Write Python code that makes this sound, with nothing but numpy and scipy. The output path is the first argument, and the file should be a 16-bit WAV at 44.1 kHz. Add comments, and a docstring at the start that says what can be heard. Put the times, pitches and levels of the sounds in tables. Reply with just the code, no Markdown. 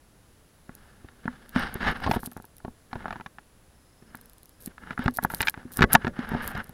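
"""A small camera is carried through overgrown woodland, in quiet outdoor air with hiss and a thin whine.
From 0.7 s its plastic case is bumped and brushed: struck modes ring and sliding makes grainy noise, with
the first dense flurry near 2 s. Dry fibres crackle at the microphone port as short noise bursts.
After 3.4 s the handling thins out and a far bird trills rising notes from 3.75 to 4.6 s.
Then knocks, scrapes and crackles crowd in again, hardest near 5.9 s, and last to the end."""
import sys
import numpy as np
from scipy import signal
from scipy.fft import rfft, irfft, next_fast_len
from scipy.io import wavfile
from scipy.ndimage import uniform_filter1d, map_coordinates

SR = 44100
rng = np.random.default_rng(int(sys.argv[2]) if len(sys.argv) > 2 else 0)


def unload_wav(signal):
    """Save mono or channel-first audio to the path in sys.argv[1] as 16-bit WAV at rate SR, clipped to [-1, 1]."""
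    wavfile.write(
        sys.argv[1],
        SR,
        np.round(np.clip(np.atleast_2d(signal).T, -1, 1) * 32767).astype(np.int16),
    )


N = 296793
TIME = np.arange(N) / SR  # s

# bumps on the case: time_s, strength_db (rms over 10 ms), brightness (dB per octave),
# hard_edge_db and lingering_boom_db (both relative to the strength)
BUMPS = [(0.6936, -39, -4.5, -24, -13), (1.046, -41.5, -11, -27, -16), (1.087, -52.5, 4, -5.5, -21),
         (1.2559, -29.5, -8, -24.5, -14), (1.2797, -27.5, 0.5, -44, -1), (1.5613, -20, -4, -18, 3),
         (1.756, -32.5, -10, -25, -13), (2.0199, -35, -6, -20, -30), (2.0639, -25, -6, -16, -20),
         (2.0752, -23, -5, -25, -21), (2.0946, -24.5, -14, -38, -9), (2.1131, -20, -3, -9, -24),
         (2.1372, -28.5, 0, -15, -20), (2.1629, -22.5, -10, -36, -32), (2.171, -37, -2.5, -35, -15),
         (2.2326, -36.5, -1.5, -44, -5), (2.274, -39, -6.5, -27, -1), (2.366, -37, -3.5, -28, -13),
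         (2.4002, -44, -3, -33, -19), (2.603, -56.5, 13, -25, -30), (2.6493, -32.5, -4.5, -26.5, -8),
         (2.681, -37, -5.5, -44, -5), (2.9307, -33, 0, -13, -7), (2.9561, -31, -4.5, -22.5, -3.5),
         (3.057, -31, 2, -32, -32), (3.0814, -36, -.5, -17, -25), (3.1073, -35, 1.5, -10, -33),
         (3.1269, -37, 1, -8.5, -18), (3.158, -40, 0, -20, -27), (3.2098, -41, 1, -11.5, -10),
         (3.262, -39.5, 0, -6, -24), (3.385, -43.5, 3.5, -12, -12), (4.024, -49.5, -7, -18, -20),
         (4.148, -41, 0, -18.5, -5), (4.6743, -34.5, -14, -19.5, -21), (4.7812, -45, 3, -13, -22),
         (4.908, -32.5, -1.5, -12, -11), (4.978, -31.5, 2, -20.5, -27), (4.993, -28.5, -4, -19, 1),
         (5.0601, -20.5, -8, -17.5, -4), (5.0804, -21.5, 1, -16.5, 0.5), (5.1874, -24, 5, -52, -16),
         (5.2303, -34, -5, -23, -12), (5.249, -20.5, 1.5, -48, -19), (5.3024, -36, 6, -11.5, -9),
         (5.3381, -31.5, -1.5, -25.5, -21), (5.406, -26.5, -1, 0.5, -15), (5.428, -36, 4, 5.5, -12),
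         (5.4721, -31, 5.5, 4, -40), (5.4831, -29, 3.5, 8, -30), (5.5419, -40, 1.5, -9, -25),
         (5.576, -36.5, -5.5, -23, -19), (5.6533, -39.5, -16, -39, 4), (5.792, -24, -4, -15, -11),
         (5.8082, -14.5, -8, -21.5, -14), (5.8212, -15, -3.5, -5, -21), (5.8275, -18.5, -0.5, -4, -19),
         (5.84, -14, -4, -15, -25), (5.944, -22.5, -4.5, -25, -9), (5.9512, -8.5, 2, -5, -24),
         (6.0471, -24.5, -4.5, -17, -28), (6.0692, -24, -3.5, -18, -32), (6.078, -27, -5, -17, -12),
         (6.1903, -30, -6.5, -19, 4.5), (6.3182, -28, -5.5, -28, -2), (6.336, -26, -7, -35, -19),
         (6.3494, -24.5, -5.5, -37, -6.5), (6.5511, -30.5, -7, -14.5, -9), (6.695, -39.5, -9, -25, -8)]


def knocks(crack_db=-8, crack_t60=0.01, detune=0.066, attack_s=0.00021, boom_hz=246, boom_t60=0.1):
    """Modal impact: a bump excites damped modes and broadband noise, and the body booms on at one pitch."""
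    # damped modes of the case: pitch_hz, level_db, t60_s
    case_modes = [(127, -9, 0.0073), (219.6, 11.5, 0.016), (366, -1, 0.026), (840, -1.5, 0.0048),
                  (882, -3.5, 0.022), (1115, -20.5, 0.056), (1340, 1.5, 0.0088), (1428, -23, 0.033),
                  (1576, 1, 0.0061), (1674, -24.5, 0.054), (1972, -23, 0.049), (2140, -15.5, 0.008),
                  (3415, -17, 0.01), (4690, -28, 0.0055)]
    # frequency bands whose levels are set separately for each bump: low_hz, high_hz
    register_bands = [(35, 470), (660, 1130), (1080, 1950), (2150, 11000)]
    # tone colour of the broadband crack: frequency_hz, level_db
    crack_colour = [(100, -4), (700, 16.5), (1600, -13.5), (2400, -12.5), (4200, -18.5), (6000, -29),
                    (9000, -47), (14000, -20)]
    lead_s, swell_s = .006, .003  # silence ahead of the contact; rise time of the boom
    out = np.zeros(N)
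    t = np.maximum(0, np.arange(SR // 8) / SR - lead_s)
    hz, level_db, t60 = np.transpose(case_modes)[:, :, None]
    fades = amp(level_db - 60 * t / t60)
    rise = 1 - np.exp(-t / attack_s)
    crack_fade = amp(-60 * t / crack_t60)
    crack_tone = response(crack_colour, size=256)
    boom_fade = amp(-60 * t / boom_t60) * (1 - np.exp(-t / swell_s))
    boom = np.sqrt(2) * np.sin(2 * np.pi * boom_hz * t) * boom_fade
    filters = [bandpass(edges, order=2) for edges in register_bands]

    for s, strength_db, tilt_db, hard_db, boom_db in BUMPS + taps():
        blow_db = [*register_levels(s, strength_db, tilt_db), strength_db + hard_db]
        # the grip shifts the damped modes most
        pitch = hz * (1 + detune * t60.min() / t60 * rng.uniform(-0.89, 1, hz.shape))
        mode_gain = amp(2 * rng.standard_normal(hz.shape))
        ring = np.sum(mode_gain * fades * np.sin(2 * np.pi * pitch * t), axis=0)
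        crack_noise = np.convolve(rng.standard_normal(len(t)), crack_tone)[:len(t)]
        crack = rise * crack_fade * crack_noise
        clack_db, edge_db = blow_db[-2:]
        hardness = np.clip(1 + (edge_db - clack_db) / 20, 0, 1)
        hit = chatter(burst(rise * ring) + amp(crack_db) * burst(crack), hardness, count=3)
        # place and hardness of the contact decide how strongly each register answers
        blow = sum(amp(db) * burst(signal.sosfiltfilt(sos, hit)) for sos, db in zip(filters, blow_db))
        add(out, s - lead_s, blow + amp(strength_db + boom_db) * boom)
    return out


def taps(taps_per_s=19, scatter_db=1.5):
    """Light repeated impacts at jittered moments, as rows like those of BUMPS."""
    # stretches where light taps patter on the case: start_s, end_s, mean_level_db
    patter = [(2.2, 2.42, -49.5), (2.981, 3.2, -44), (4.798, 4.9, -45), (5.31, 5.39, -43),
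              (5.601, 5.78, -56)]
    tilt_db, edge_db, boom_db = -1.5, -19.5, -14  # dB per octave; then dB relative to the strength
    rows = []
    for start, end, db in patter:
        for s in np.arange(start, end, 1 / taps_per_s):
            moment = s + rng.random() / taps_per_s
            rows.append((moment, db + scatter_db * rng.standard_normal(), tilt_db, edge_db, boom_db))
    return rows


def register_levels(s, db, tilt_db):
    """Excitation by position: the brightness and the struck spot share a bump over three lower registers."""
    # where the case is struck: time_s, spot_db (favours the second register and damps the third)
    struck_spot = [(1.6, -4.5), (2.03, 10), (2.16, 10), (2.24, -2), (2.68, 4), (3.2, 0.5), (4.9, -8),
                   (5.2, 1.5), (5.83, -7.5), (5.95, 1.5), (6.07, -6), (6.34, 2)]
    octaves = np.array([0, 2, 3])
    spot_db = np.interp(s, *np.transpose(struck_spot))
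    weight_db = tilt_db * octaves + spot_db * np.array([0, 1, -1])
    return db + weight_db - 20 * np.log10(np.linalg.norm(amp(weight_db)))


def chatter(hit, hardness, count):
    """Rebound: a hard contact strikes again a few times within milliseconds, each time more weakly."""
    gaps = np.cumsum(rng.uniform(.0008, .0028, count))  # s after the first contact
    out = hit.copy()
    for k, gap in enumerate(gaps):
        rebound_gain = hardness * .72 ** (k + 1) * rng.choice([-1, 1])
        add(out, gap, rebound_gain * hit)
    return out


def rubbing(scrape_db=2, treble_db=-2, rough_db=2.5):
    """Stick-slip friction: many small slips make a grainy scrape, and the drag shakes the low resonance."""
    # sliding friction heard through the shell: frequency_hz, level_db (per Hz)
    scrape_colour = [(150, -22), (400, -8.5), (540, -7), (780, 5.5), (1050, 2), (1400, 7), (1720, 9),
                     (2020, -10), (3400, -13.5), (5400, -17), (7300, -36), (9500, -26), (11500, -35),
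                     (16000, -38)]
    # narrow resonances of the shell that colour the scrape: pitch_hz, width_hz, boost_db
    shell_peaks = [(2123, 150, 11.5), (2950, 340, 7), (3780, 290, 7), (4500, 150, 0), (6500, 180, 10),
                   (8500, 120, 2.5)]
    # how firmly the rubbing thing bites into the case: time_s, treble_boost_db
    bite_curve = [(.6, 4.5), (1.6, 4.5), (1.87, -2), (2.06, 4.5), (3.1, -1), (4.8, 0), (6.6, -2.5)]
    # low rumble of the drag: frequency_hz, level_db (per Hz)
    drag_colour = [(25, 1.5), (60, -0.5), (130, -5.5), (205, -0.5), (243, 2.5), (285, -11), (400, -10),
                   (550, -10), (1200, -53), (3000, -114)]
    drag_db, drag_grows = -11, .75  # rumble for a stroke of 0 dB; its dB per dB of stroke
    force = pressure()
    slips = colour(grains(rate=2600, scatter_db=2.0) * amp(rough_db * wobble(110)), scrape_colour)
    for hz, width_hz, db in shell_peaks:
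        peak = signal.lfilter(*signal.iirpeak(hz, hz / width_hz, SR), slips)
        slips = slips + (amp(db) - 1) * peak
    # the low modes of the shell stay put; only the treble depends on where and how it is rubbed
    body = signal.sosfiltfilt(signal.butter(4, 2900, fs=SR, output="sos"), slips)
    bite_db = np.interp(TIME, *np.transpose(bite_curve))
    treble = wandering(slips - body, count=5) * amp(treble_db + bite_db)
    scrape = force * amp(scrape_db) * unit(body + treble)
    tugs = colour(grains(rate=900, scatter_db=1), drag_colour)
    rumble = np.hypot(amp(drag_db) * force ** drag_grows, shudder())
    return scrape + rumble * unit(tugs)


def pressure(swell_db=11, lift_db_per_s=900):
    """Contact force as an envelope: each stroke swells to its crest, eases off and lifts away."""
    # strokes of something sliding over the case: start_s, crest_s, end_s, crest_level_db (before scrape_db)
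    strokes = [(0.677, 0.77, 1.6, -63.5), (1.194, 1.297, 1.75, -57), (1.554, 1.604, 1.691, -28.5),
               (1.685, 1.756, 1.84, -42.5), (1.815, 1.879, 1.9275, -23), (1.941, 1.958, 2.01, -36.5),
               (2.02, 2.037, 2.12, -34), (2.114, 2.152, 2.185, -37), (2.915, 3.02, 3.195, -47),
               (4.057, 4.1, 4.31, -60), (4.597, 4.717, 4.73, -60), (4.814, 4.928, 4.945, -45.5),
               (4.984, 5.043, 5.095, -41), (5.22, 5.236, 5.265, -42), (5.302, 5.307, 5.38, -45),
               (5.39, 5.411, 5.5, -41.5), (5.556, 5.578, 5.63, -50), (5.619, 5.718, 5.79, -57),
               (5.774, 5.812, 5.84, -34), (5.901, 5.922, 5.97, -30), (5.998, 6.023, 6.1, -43.5),
               (6.143, 6.232, 6.38, -41), (6.287, 6.332, 6.53, -38), (6.358, 6.448, 6.55, -35.5),
               (6.549, 6.585, 6.62, -33.5), (6.6, 6.67, 6.8, -57)]
    power = np.zeros(N)
    for start, crest, end, db in strokes:
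        ease_db = swell_db * np.interp(TIME, [start, crest, end], [-1, 0, -1])
        apart_s = np.abs(TIME - np.clip(TIME, start, end))  # time away from contact
        power += amp(db + ease_db - lift_db_per_s * np.minimum(apart_s, 1)) ** 2
    return np.sqrt(power)


def wandering(x, count):
    """Position-dependent response: the contact roams over spots with their own short ring, shifting the colour."""
    t = np.arange(SR // 200) / SR
    spot_t60, spot_db, roam_rate = .008, -1, 7  # s; ring relative to the direct sound; knots a second
    out, total = np.zeros(N), np.zeros(N)
    for _ in range(count):
        ring = rng.standard_normal(len(t)) * amp(-60 * t / spot_t60)
        ring *= amp(spot_db) / np.linalg.norm(ring)
        ring[0] = 1
        nearness = amp(10 * wobble(roam_rate))
        out += nearness * signal.oaconvolve(x, ring)[:N]
        total += nearness
    return out / total


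def shudder(start_db=-11.5, t60=0.16):
    """Exponential decay: each thump leaves the case shaking, start_db relative to its lowest register."""
    out, t = np.zeros(N), np.arange(SR // 4) / SR
    for s, db, tilt_db, *_ in BUMPS:
        thump_db = register_levels(s, db, tilt_db)[0]
        add(out, s, amp(thump_db + start_db - 60 * t / t60))
    return out


def crackle(snap_db=-1, run_db=-6, fizz_db=-6):
    """Impulsive release: dry fibres let go at the port in sharp snaps, faint ticks, and runs over a fizz."""
    # the loudest dry snaps: time_s, level_db (rms over 10 ms, before snap_db and the tone colour)
    loud_snaps = [(0.7516, -48), (1.493, -47), (1.5954, -48), (1.7419, -38), (2.15, -45), (2.2601, -34.5),
                  (2.567, -52.5), (4.1531, -47.5), (4.6602, -36), (5.171, -31), (5.2377, -35.5),
                  (5.347, -30.5), (5.4174, -27), (5.497, -31), (5.7712, -31), (5.9317, -17),
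                  (5.9372, -24.5), (6.2918, -49), (6.4768, -31), (6.6422, -49.5)]
    # runs of tiny snaps: start_s, end_s, level_db (before run_db or fizz_db)
    snap_runs = [(2.098, 2.162, -48), (2.2, 2.241, -52.5), (2.244, 2.274, -46), (4.603, 4.681, -52),
                 (5.138, 5.181, -47.5), (5.224, 5.249, -43.5), (5.299, 5.395, -48), (5.401, 5.421, -42),
                 (5.449, 5.507, -48), (5.719, 5.793, -48), (5.919, 5.947, -35.5), (6.42, 6.519, -50)]
    # stretches of scattered faint ticks: start_s, end_s
    tick_spans = [(1.92, 2.39), (2.29, 2.46), (2.599, 2.63), (4.18, 4.55), (5.01, 5.12), (6.499, 7.2)]
    # tone colour of the port sounds: frequency_hz, level_db
    snap_colour = [(300, -9), (2000, -27), (4000, -13.5), (7500, -17.5), (9500, -8.5), (11800, -4),
                   (13500, -9.5), (15000, -9), (16500, -31)]
    snap_t60, rate, scatter_db = .0045, 250, 4  # s; snaps a second in a run; spread of their size
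    ticks_per_s, tick_db, tick_scatter_db = 24, -56, 3
    t = np.arange(SR // 100) / SR
    out = np.zeros(N)
    fade = amp(-60 * t / snap_t60) * (1 - np.exp(-t / .0002))
    snap = lambda: burst(rng.standard_normal(len(t)) * fade)

    for s, db in loud_snaps:
        add(out, s, amp(db + snap_db) * snap())
    for start, end, db in snap_runs:
        for s in np.arange(start, end, 1 / rate):
            size_db = db + run_db + scatter_db * np.clip(rng.standard_normal(), -2, 2)
            add(out, s + .5 * rng.random() / rate, amp(size_db) * snap())
    for start, end in tick_spans:
        for s in np.arange(start, end, 1 / ticks_per_s):
            moment = s + (rng.random() - .5) / ticks_per_s
            add(out, moment, amp(tick_db + tick_scatter_db * rng.standard_normal()) * snap())
    gates = sum(amp(db) * ((TIME > start) & (TIME < end)) for start, end, db in snap_runs)
    fizz = uniform_filter1d(gates, size=400) * grains(rate=2500, scatter_db=3)
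    return colour(out + amp(fizz_db) * fizz, snap_colour)


def bird(level_db=-68.0, fade_db=5):
    """Frequency modulation: a quick faint trill of upward glides, no two alike, that swells and fades."""
    start_s, crest_s, end_s = 3.75, 4.05, 4.6
    notes_per_s, note_hz, scatter_hz = 29, 5230, 159.9
    note_s, rise = .028, .1  # length; mean glide as a fraction of the pitch
    out, u = np.zeros(N), np.linspace(-.5, .5, int(note_s * SR))
    for s in np.arange(start_s, end_s, 1 / notes_per_s):
        hz = note_hz + scatter_hz * rng.standard_normal()
        swell = np.interp(s, [start_s, crest_s, end_s], [-.5, 0, -1])
        db = level_db + fade_db * swell + 2 * rng.standard_normal()
        glide_hz = hz * (1 + rise * rng.uniform(.5, 1.5) * u)
        phase = 2 * np.pi * np.cumsum(glide_hz) / SR
        note = np.cos(np.pi * u) * np.sin(phase)
        add(out, s - note_s * rng.uniform(0, 0.56), amp(db) * note)
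    return out


def background(air_db=-58, whine_db=-73, whine_hz=10050):
    """Filtered noise for outdoor air and hiss, and a jittered sine for a thin electronic whine of even strength."""
    # spectrum of air and hiss: frequency_hz, level_db (per Hz)
    air_colour = [(25, -4.5), (55, -0.5), (200, -9), (500, -15), (1100, -20), (1700, -21), (2200, -25.5),
                  (7000, -29.5), (10500, -30.5), (15500, -34.5)]
    air = unit(colour(rng.standard_normal(N), air_colour)) * amp(0.24 * wobble(3.5))
    jitter_hz = 110 * wobble(700)
    whine = unit(np.sin(2 * np.pi * np.cumsum(whine_hz + jitter_hz) / SR))
    return amp(air_db) * air + amp(whine_db) * whine


def amp(db):
    """Logarithmic level: decibels to gain."""
    return 10 ** (np.asarray(db) / 20)


def unit(x):
    """Power normalization: scale to rms 1."""
    return x / np.sqrt(np.mean(x ** 2) + 1e-20)


def burst(x):
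    """Energy normalization: scale a short sound to the energy of 10 ms at rms 1."""
    return x / np.sqrt(np.sum(x ** 2) / (SR / 100) + 1e-20)


def add(track, s, sound):
    """Superposition: mix a sound into a track at time s."""
    part = track[max(0, round(s * SR)):][:len(sound)]
    part += sound[:len(part)]


def wobble(rate):
    """Slow random modulation: a smooth curve through random knots, rate of them a second."""
    return map_coordinates(rng.standard_normal(int(N * rate / SR) + 4), [TIME * rate])


def grains(rate, scatter_db):
    """Random impulse train: tiny impulses of scattered size, rate a second on average, rms 1."""
    fires = rng.random(N) < rate / SR
    signs = rng.choice([-1, 1], N)
    sizes = amp(scatter_db * np.clip(rng.standard_normal(N), -2, 2))
    return unit(fires * signs * sizes)


def bandpass(edges, order):
    """Band limitation by a gentle Butterworth filter."""
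    return signal.butter(order, edges, "bandpass", fs=SR, output="sos")


def colour(x, points):
    """Linear filtering: give a sound the tone colour of (Hz, dB) points."""
    return signal.oaconvolve(x, response(points))[:len(x)]


def response(points, size=2048):
    """Minimum phase by the folded cepstrum: a causal response of energy 1 shaped by (Hz, dB) points."""
    hz, db = np.transpose(points)
    grid_hz = np.fft.rfftfreq(2 * size, 1 / SR)
    gain = amp(np.interp(np.log(grid_hz + 1), np.log(hz), db))
    cepstrum = irfft(np.log(gain))[:size]
    cepstrum[1:] *= 2
    ring = irfft(np.exp(rfft(cepstrum, 2 * size)))[:size]
    return ring / np.linalg.norm(ring)


def scene():
    """Superposition of all sources at the one microphone."""
    return (background() + rubbing() + knocks() + bird() + crackle())[None]


def record(dry, top_hz=16100):
    """Saturation: the hardest bumps overload the input; a steep low-pass then limits the band at top_hz."""
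    ceiling, hardness = .75, 6  # largest amplitude; sharpness of the bend towards it
    clipped = dry / (1 + np.abs(dry / ceiling) ** hardness) ** (1 / hardness)
    m = next_fast_len(N + SR // 2)
    lowpass = 1 / (1 + (np.fft.rfftfreq(m, 1 / SR) / top_hz) ** 120)
    return irfft(rfft(clipped, m) * lowpass, m)[..., :N]


dry = scene()
out = record(dry)
unload_wav(out)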